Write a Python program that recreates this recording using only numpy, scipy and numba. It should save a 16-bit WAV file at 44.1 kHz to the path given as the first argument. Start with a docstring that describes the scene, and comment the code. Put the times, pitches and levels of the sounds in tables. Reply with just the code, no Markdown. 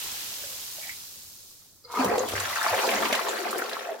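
"""Foam hisses and dies away as the last of a fizzy drink glugs from a bottle into a toilet bowl.
The flush button clicks, the valve chatters, air gurgles out of the rim, then water rushes in with
spray and slaps over the rumble of the pipe. Most of the sound comes from bubbles: each is a damped
oscillator, its air the spring and the water around it the mass, so larger bubbles ring lower.
The porcelain bowl and a small bathroom scatter the sound of the water."""
import sys
import numpy as np
from scipy import signal
from scipy.fft import rfft, irfft
from scipy.io import wavfile
from scipy.ndimage import uniform_filter1d
from numba import njit

SR = 44100
rng = np.random.default_rng(int(sys.argv[2]) if len(sys.argv) > 2 else 0)


def unload_wav(signal):
    """Save mono or channel-first audio to the path in sys.argv[1] as 16-bit WAV at rate SR, clipped to [-1, 1]."""
    wavfile.write(
        sys.argv[1],
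        SR,
        np.round(np.clip(np.atleast_2d(signal).T, -1, 1) * 32767).astype(np.int16),
    )


N = 176400
T = np.arange(N) / SR

# Levels are relative: each source adds its own gain.
# bursting foam (time [s], level [dB], offset of the coarser bubbles [dB])
FOAM_LEVELS = [(0.0, -39, -5.5), (0.782, -42.5, -10.5), (0.876, -43, -9), (1.016, -46, -11.5),
               (1.504, -53, -16.5), (1.674, -58.5, -14), (1.8, -62, -28)]
# spectrum of the foam (frequency [Hz], gain [dB])
FOAM_SPECTRUM = [(700, 0), (1100, -9.5), (1600, -8.5), (2200, -7.5), (3000, -1.5), (4000, 3), (6500, 2),
                 (9500, -2), (13000, 0.5), (15500, 0.5)]
# spectrum of the room's murmur (frequency [Hz], gain [dB])
MURMUR_SPECTRUM = [(25, -8), (50, -13), (85, 1), (130, -4.5), (300, -11), (1000, -21.5), (8000, -29)]
# glugs and last drops from the bottle (time [s], pitch [Hz], level [dB])
BOTTLE_GLUGS = [(.436, 560, -37.5), (.438, 1590, -36), (.783, 630, -38.5), (.834, 2200, -29),
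                (.893, 2100, -23.5)]
# last trickles from the bottle (time [s], duration [s], pitch [Hz], level [dB])
BOTTLE_TRICKLES = [(0.394, 0.18, 582, -58.5), (0.78, .1, 720, -56), (0.83, 0.093, 2110, -50.5)]
# spectrum of running water (frequency [Hz], gain [dB])
WATER_SPECTRUM = [(200, -6.5), (330, -7), (420, 9), (600, -2.5), (850, -2.5), (1320, -2), (2200, -7),
                  (3200, -11), (5700, -17.5), (7500, -20), (9000, -22.5), (15500, -20.5)]
# knocks on the flush button and valve (time [s], level [dB])
BUTTON_KNOCKS = [(1.838, -52.5), (1.847, -43.5), (1.89, -48)]
# their modes (frequency [Hz], level [dB], time to decay by 60 dB [s])
BUTTON_MODES = [(489, 1, 0.18), (1290, -8, 0.098), (2140, -13, 0.11), (4230, -4.5, 0.043),
                (4400, -6, 0.035), (4850, 3.5, 0.027)]
# water forcing through the opening valve (time [s], level [dB])
VALVE_LEVELS = [(1.888, -51.5), (1.94, -35.5), (1.985, -26.5), (2.05, -38)]
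# cavity resonances of the cistern (frequency [Hz], bandwidth [Hz], level [dB])
CISTERN_MODES = [(460, 51, -14), (700, 16, -12), (976, 54, -2), (1218, 34, -0.5), (2139, 23, -9)]
# single bubbles (time [s], pitch [Hz], level [dB], decay [cycles])
PLOP_BUBBLES = [(1.897, 977, -35, 62), (1.939, 986, -20, 18), (1.971, 1260, -19.5, 30),
                (1.987, 257.4, -19, 38), (2.043, 498, -14, 15), (2.05, 204, -20.5, 22),
                (2.089, 403, -15.5, 17), (2.115, 503, -13.5, 17), (2.156, 780, -11.5, 10),
                (2.178, 485, -14, 20), (2.193, 6570, -17, 37), (2.202, 510, -21, 31), (2.235, 800, -15, 8),
                (2.336, 543, -12, 2.9), (2.353, 1900, -20.5, 24), (2.405, 1430, -24, 16),
                (2.613, 1330, -16, 21), (2.644, 1480, -15.5, 17), (2.6642, 1115, -9.5, 15),
                (2.682, 4520, -18.5, 40), (2.843, 780, -17.5, 19), (2.875, 407, -20.5, 28),
                (3.125, 592, -16, 20.5), (3.285, 900, -17.5, 19), (3.292, 7160, -18.5, 41),
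                (3.529, 1220, -15.5, 14), (3.557, 420, -22.5, 16), (3.589, 1810, -23, 23),
                (3.619, 494, -21.5, 8.8), (3.62, 1445, -17, 23), (3.727, 1670, -25, 50),
                (3.767, 1080, -21, 16), (3.887, 673, -22.5, 53), (3.912, 637, -24, 47)]
# spray in the bowl (time [s], level [dB])
SPRAY_LEVELS = [(1.91, -49.5), (2.0, -36), (2.08, -43.5), (2.275, -42), (2.29, -38.5), (2.9, -34),
                (3.25, -39), (3.35, -39.5), (3.78, -45.5), (4.0, -55.5)]
# air driven out of the rim (time [s], level [dB])
GURGLE_LEVELS = [(1.93, -45.5), (1.995, -24), (2.08, -26), (2.1, -22.5), (2.27, -34.5)]
# spectrum of that gurgle (frequency [Hz], gain [dB])
GURGLE_SPECTRUM = [(200, 17.5), (330, 4.5), (500, 0), (620, -3), (750, 2.5), (1200, -1), (1550, -6.5),
                   (2200, -8), (3200, -8)]
# long glug as the rim fills (time [s], level [dB])
RIM_GLUG_LEVELS = [(2.07, -48), (2.105, -30), (2.2, -33), (2.275, -43)]
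# deep gulps under the jet (time [s], level [dB])
GULP_LEVELS = [(2.25, -45), (2.57, -60.5), (2.75, -52.5), (2.9, -40.5), (3.05, -36), (3.14, -42),
               (3.234, -59.5), (3.516, -47.5), (4.0, -64.5)]
# rumble of the pipe (time [s], level [dB])
PIPE_LEVELS = [(1.96, -85), (2.08, -40), (2.236, -57.5), (2.36, -36.5), (2.64, -67), (2.73, -45),
               (2.85, -70), (2.986, -52), (3.358, -74)]
# spectrum of that rumble (frequency [Hz], gain [dB])
PIPE_SPECTRUM = [(25, -24), (48, -15), (68, 3.5), (82, -9), (97, 5.5), (140, -9), (200, 0)]
# water slapping the porcelain (time [s], level [dB], centre [Hz], width [octaves])
WATER_SLAPS = [(2.044, -21, 5900, 2.2), (2.18, -24.5, 3850, 1.5), (2.2846, -23.5, 5340, 5.9),
               (2.399, -21.5, 5800, 1.3), (2.5538, -30.5, 7500, 2), (2.628, -25.5, 6600, 2.4),
               (2.642, -31.5, 5000, 2.3), (2.8687, -26, 3940, 1.7), (2.889, -16.5, 2600, 0.57),
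               (3.054, -20.5, 2900, 0.75), (3.126, -14, 2570, 1.2), (3.15, -20, 2400, 1.8),
               (3.285, -25, 3970, 1.1), (3.507, -25, 10300, 2.3), (3.581, -24, 11000, 1.7),
               (3.659, -32, 3450, 0.74), (3.694, -29.5, 2700, 1.7), (3.73, -26, 4070, .6)]
# large churning bubbles (time [s], level [dB])
CHURN_LEVELS = [(2.28, -39.5), (2.556, -40.5), (2.73, -28), (3.15, -34), (3.21, -34), (3.57, -34),
                (3.836, -42.5), (3.894, -34), (4.0, -45)]
# their pitch, which falls when the jet digs deeper (time [s], pitch [Hz])
CHURN_PITCHES = [(2.33, 490), (2.65, 1020), (2.75, 597), (3.15, 630), (3.3, 488), (4.0, 596)]
# small splashing bubbles (time [s], level [dB])
SPLASH_LEVELS = [(2.28, -65), (2.288, -37), (2.662, -30.5), (3.18, -31), (3.204, -34), (3.87, -41.5),
                 (4.0, -53)]
# cavity resonances of the bowl (frequency [Hz], bandwidth [Hz], gain [dB])
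BOWL_MODES = [(223, 11, 6), (292, 10, -0.5), (408.4, 21, 4.5), (525.4, 18, 5.5), (650, 72, -3),
              (728, 240, 4.5), (1210, 44, -1.5)]
# left-right difference of the scattered sound (frequency [Hz], gain [dB])
SIDE_SPECTRUM = [(100, -23), (250, -6.5), (500, -2.5), (1200, -2), (3000, 1), (15000, 1.5)]

BOWL_T60_S, BOWL_DB, ROOM_T60_S, ROOM_DB = 0.038, -1.5, 0.14, -3
LEFT_RIGHT = np.array([[1], [-1]])


def undb(db):
    """Amplitude grows tenfold with every 20 dB."""
    return 10 ** (np.asarray(db) / 20)


def unit(x):
    """Normalisation to rms 1."""
    return x / np.sqrt(np.mean(x ** 2) + 1e-18)


def steady(x):
    """Division by the running rms evens out slow changes of level."""
    power = uniform_filter1d(uniform_filter1d(x ** 2, SR // 8), SR // 16)
    return x / np.sqrt(np.abs(power) + 1e-18)


def envelope(rows, fade_db_per_s=500):
    """Gain along (time [s], level [dB]) rows, with exponential fades outside them."""
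    t, db = np.array(rows).T[:2]
    outside_s = np.maximum(0, np.maximum(t[0] - T, T - t[-1]))
    return undb(np.interp(T, t, db) - fade_db_per_s * outside_s)


def colour(x, spectrum):
    """Zero-phase filtering by (frequency [Hz], gain [dB]) rows."""
    hz, db = np.array(spectrum).T
    f = np.fft.rfftfreq(x.shape[-1], 1 / SR) + 1
    return irfft(rfft(x) * undb(np.interp(np.log(f), np.log(hz), db)), x.shape[-1])


def band(x, lo_hz, hi_hz, order=3):
    """Maximally flat band-pass filtering."""
    edges_hz = [lo_hz, min(hi_hz, SR / 2 - 1000)]
    return signal.sosfilt(signal.butter(order, edges_hz, "band", fs=SR, output="sos"), x + 1e-18)


def flutter(lo_hz, hi_hz, order=3):
    """Band-limited noise of rms 1, for random amplitude modulation."""
    return unit(band(rng.standard_normal(N), lo_hz, hi_hz, order))


@njit
def damped_sines(times, hz, cycles, amplitude, glide, attack_cycles):
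    """Damped oscillation: each sine falls 60 dB over `cycles` while rising by the fraction `glide`."""
    out = np.zeros(N)
    for k in range(len(times)):
        start, n = int(times[k] * SR), int(cycles[k] * SR / hz[k]) + 2
        turns, attack = 0., attack_cycles[k]
        gain, decay = amplitude[k], np.exp(-np.log(1000) / n)
        for i in range(max(0, min(n + int(attack * SR / hz[k]), N - start))):
            turns += hz[k] * (1 + glide * i / n) / SR
            if turns > attack / 2:
                gain *= decay
            rise = np.sin(np.pi / 2 * turns / attack) ** 2 if turns < attack else 1.
            out[start + i] += gain * rise * np.sin(2 * np.pi * turns)
    return out


def ring(times, hz, cycles, amplitude, glide):
    """Free vibration of bubbles or modes: short rings build within a cycle, long ones more slowly."""
    cycles = cycles * np.ones(len(hz))
    attack_cycles = np.maximum(0.74, .06 * cycles)
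    return damped_sines(times, hz, cycles, amplitude, float(glide), attack_cycles)


def bubbles(lo_hz, hi_hz, per_s, cycles, spread_db, glide, spectrum=WATER_SPECTRUM):
    """Superposition of randomly timed resonances gives a steady swarm of rms 1."""
    when, pitch, length, strength = rng.random((int(per_s * N / SR), 4)).T
    hz = lo_hz * (min(hi_hz, SR / 2 - 2000) / lo_hz) ** pitch
    amplitude = hz * undb(-spread_db * np.log(1 - .985 * strength))  # many weak, a few strong
    swarm = ring(when * N / SR, hz, cycles * 2 ** (2 * length - 1), amplitude, glide)
    return steady(colour(band(swarm, lo_hz, hi_hz, order=2), spectrum))


def bowl(x):
    """Cavity resonance: the bowl lifts some narrow bands and weakens others."""
    return x + sum((undb(db) - 1) * signal.lfilter(*signal.iirpeak(hz, hz / width, SR), x)
                   for hz, width, db in BOWL_MODES)


def bathroom(x, scatter_db=0):
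    """Reverberation: direct sound from one spot, quick bowl reflections and the room's tail, in stereo."""
    t = T[:SR // 3]
    bowl_tail, room_tail = (
        rng.standard_normal((2, len(t))) * undb(db - 60 * t / t60) * np.sqrt(2 * np.log(1000) / (t60 * SR))
        for t60, db in ((BOWL_T60_S, BOWL_DB), (ROOM_T60_S, ROOM_DB)))
    mid, side = undb(scatter_db) * (bowl_tail + room_tail)
    impulse = np.eye(1, len(t), k=16)[0]
    mid = mid + colour(impulse, [(300, 4), (1500, 1), (5000, -2), (12000, -3)])
    paths = mid + colour(side, SIDE_SPECTRUM) * LEFT_RIGHT
    smooth_gain = np.sqrt(uniform_filter1d(np.abs(rfft(mid)) ** 2, len(t) // 200))
    paths = irfft(rfft(paths) / smooth_gain, len(t))  # flat overall, with fine ripple
    return signal.fftconvolve(x[None], paths[:, :len(t) * 3 // 4], axes=1)[:, :N]


def foam(fine_db=1.0, coarse_db=2, right_db=1.0):
    """Countless tiny bursting bubbles add incoherently to a hiss; the coarser ones run out first."""
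    t, db, coarse_offset_db = np.array(FOAM_LEVELS).T
    fine = np.array([bubbles(3490, 16500, 9000, 6.0, 0.44, 0.065, FOAM_SPECTRUM) for _ in range(2)])
    coarse = np.array([bubbles(876, 3640, 3000, 5.2, 0.63, 0.13, FOAM_SPECTRUM) for _ in range(2)])
    fine *= undb(fine_db) * envelope(FOAM_LEVELS, fade_db_per_s=48)
    coarse *= undb(coarse_db) * envelope(np.c_[t, db + coarse_offset_db], fade_db_per_s=60)
    return np.sqrt(2) * (fine + coarse) * undb(-right_db / 2 * LEFT_RIGHT)


def murmur(level_db=-58, side_db=-6, fade_db_per_s=4):
    """Ambient noise of the room, mostly low in frequency, slowly grows fainter."""
    mid, side = unit(colour(rng.standard_normal((2, N)), MURMUR_SPECTRUM))
    return undb(level_db - fade_db_per_s * T) * (mid + undb(side_db) * side * LEFT_RIGHT)


def bottle(stream_db=-55, thin_db_per_s=12):
    """Air entrainment: the thinning stream burbles, air glugs into the neck and the last drops fall."""
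    t, hz, db = np.array(BOTTLE_GLUGS).T.copy()
    glugs = ring(t, hz, cycles=30, amplitude=undb(db), glide=0.063)
    stream = bubbles(150, 1430, 500, 9.2, 2.7, 0.2, [(220, -7), (350, -3.5), (750, -11), (1100, -7)])
    return glugs + bowl(stream * undb(stream_db - thin_db_per_s * T))


def trickle(pitch_ratio=1.2):
    """The last spurts break into bubbles of like size, which resonate in a narrow band."""
    return sum(bubbles(hz / pitch_ratio, hz * pitch_ratio, per_s=450, cycles=9.9, spread_db=2, glide=.08)
               * envelope([(t, db), (t + length, db)]) for t, length, hz, db in BOTTLE_TRICKLES)


def button(rattle_depth=0.82):
    """Light impacts excite the modes of the button and valve, which rattle loosely."""
    hz, db, t60 = np.array(BUTTON_MODES).T.copy()
    knocks = sum(ring(np.full(len(hz), t), hz, hz * t60, undb(db + knock_db), glide=0)
                 for t, knock_db in BUTTON_KNOCKS)
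    return knocks + rattle_depth * band(knocks, 3500, 5300) * flutter(50, 330)


def valve(rough_db=4):
    """Forced resonance: water chatters through the opening valve and drives the hollow cistern."""
    chatter = rng.standard_normal(N) * undb(rough_db * flutter(20, 99))
    cistern = sum(undb(db) * unit(signal.lfilter(*signal.iirpeak(hz, hz / width, SR), chatter))
                  for hz, width, db in CISTERN_MODES)
    return steady(band(cistern, 340, 1800)) * envelope(VALVE_LEVELS)


def plops():
    """Bubble resonance: single pockets of air ring and rise in pitch."""
    t, hz, db, cycles = np.array(PLOP_BUBBLES).T.copy()
    return band(ring(t, hz, cycles, undb(db), glide=0.053), 180, SR / 2)


def spray(drops_db=-7, mist_db=-3.0, ping_db=-9, flutter_db=1.1):
    """Droplet impacts patter on the porcelain in uneven spurts and ping in the water, over a fine mist."""
    spurts = undb(flutter_db * flutter(5.4, 63, order=1)) * envelope(SPRAY_LEVELS)
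    drops = sum(bathroom(bubbles(3670, 15300, 700, 6.7, 2.5, 0.12) * spurts, scatter_db=-3)
                for _ in range(2))
    pings = bathroom(bubbles(2990, 7330, per_s=140, cycles=80, spread_db=3.7, glide=0.11) * spurts)
    mist = unit(colour(band(rng.standard_normal((2, N)), 2850, 19700), WATER_SPECTRUM))
    return undb(drops_db) * drops + undb(ping_db) * pings + undb(mist_db) * mist * spurts


def gurgle(air_db=-5, glug_db=-4, gulp_db=-2):
    """Displaced air rings as bubbles: the rim gurgles, glugs as it fills, and the jet gulps below."""
    air = bubbles(319.5, 2580, 900, 15.5, 1.74, 0.21, GURGLE_SPECTRUM) * envelope(GURGLE_LEVELS)
    glug = bubbles(349, 595, 260, 25, 1.2, 0.093) * envelope(RIM_GLUG_LEVELS)
    gulps = bubbles(195.4, 362, 450, 12, 2, 0.072) * envelope(GULP_LEVELS)
    return bowl(undb(air_db) * air + undb(glug_db) * glug + undb(gulp_db) * gulps)


def pipe(rumble_db=-3):
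    """Structure-borne sound: the falling water shakes the pipe and the bowl."""
    return bubbles(58.0, 155, 150, 13, 1.5, .03, PIPE_SPECTRUM) * envelope(PIPE_LEVELS) * undb(rumble_db)


def slaps(grain_db=5, attack_s=0.00073, decay_s=0.0031):
    """Impact noise: each slap on the porcelain is a short crackling burst of droplets."""
    out, t = np.zeros(N + SR), T[:SR // 10]
    f = np.fft.rfftfreq(len(t), 1 / SR) + 1
    burst = np.minimum(t / attack_s, 1) * np.exp(-t / decay_s)
    for start, db, hz, octaves in WATER_SLAPS:
        noise, size = rng.standard_normal((2, len(t)))
        rolloff = (1 + (np.log2(f / hz) / octaves * 2) ** 2) ** 0.86
        drops = irfft(rfft(noise * undb(grain_db * size)) / rolloff, len(t))
        i = int(start * SR)
        out[i:i + len(t)] += undb(db) * unit(drops) * burst
    return band(out[:N], 900, 18000, order=2)


def churning(per_s=220, cycles=17, octaves=0.628, spread_db=6):
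    """Large bubbles resonate at a pitch set by their size, which follows the depth of the jet."""
    when, pitch, length, strength = rng.random((int(per_s * N / SR), 4)).T
    t = when * N / SR
    hz = np.interp(t, *np.array(CHURN_PITCHES).T) * 2 ** (octaves * (2 * pitch - 1))
    swarm = ring(t, hz, cycles * 2 ** (2 * length - 1), undb(spread_db * strength), glide=0.093)
    return steady(band(swarm, 324, 1620)) * envelope(CHURN_LEVELS)


def rush(churn_db=-3, splash_db=-4, drip_db=-7, slosh_db=0.7):
    """Inrushing water entrains air at several spots; sloshing modulates the churn and the splash."""
    slosh = undb(slosh_db * flutter(7.1, 17.5, order=2))
    splashing = envelope(SPLASH_LEVELS)
    churn = sum(bathroom(bowl(churning() * slosh)) for _ in range(2)) / np.sqrt(2)
    splash = sum(bathroom(bubbles(805, 3870, 600, 6.8, 4.6, 0.2) * splashing * slosh, scatter_db=-0.5)
                 for _ in range(2))
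    drips = bubbles(852, 3000, per_s=70, cycles=40, spread_db=2, glide=0.17) * splashing
    return undb(churn_db) * churn + undb(splash_db) * splash + undb(drip_db) * bathroom(bowl(drips))


def scene(left_db=0.6):
    """Superposition of all sources, with the water a little to the left."""
    water = bathroom(bottle() + trickle() + button())
    water += bathroom(valve(), scatter_db=-7)
    water += spray() + bathroom(gurgle()) + rush()
    # plops and slaps are at the open surface and scatter less
    water += bathroom(plops(), scatter_db=-2.5) + bathroom(slaps(), scatter_db=-1)
    return foam() + murmur() + water * undb(left_db / 2 * LEFT_RIGHT) + pipe()


def record(dry, cutoff_hz=15900):
    """Elliptic low-pass filtering removes the highest treble."""
    return signal.sosfilt(signal.ellip(10, .2, 70, cutoff_hz, fs=SR, output="sos"), dry)


dry = scene()
out = record(dry)
unload_wav(out)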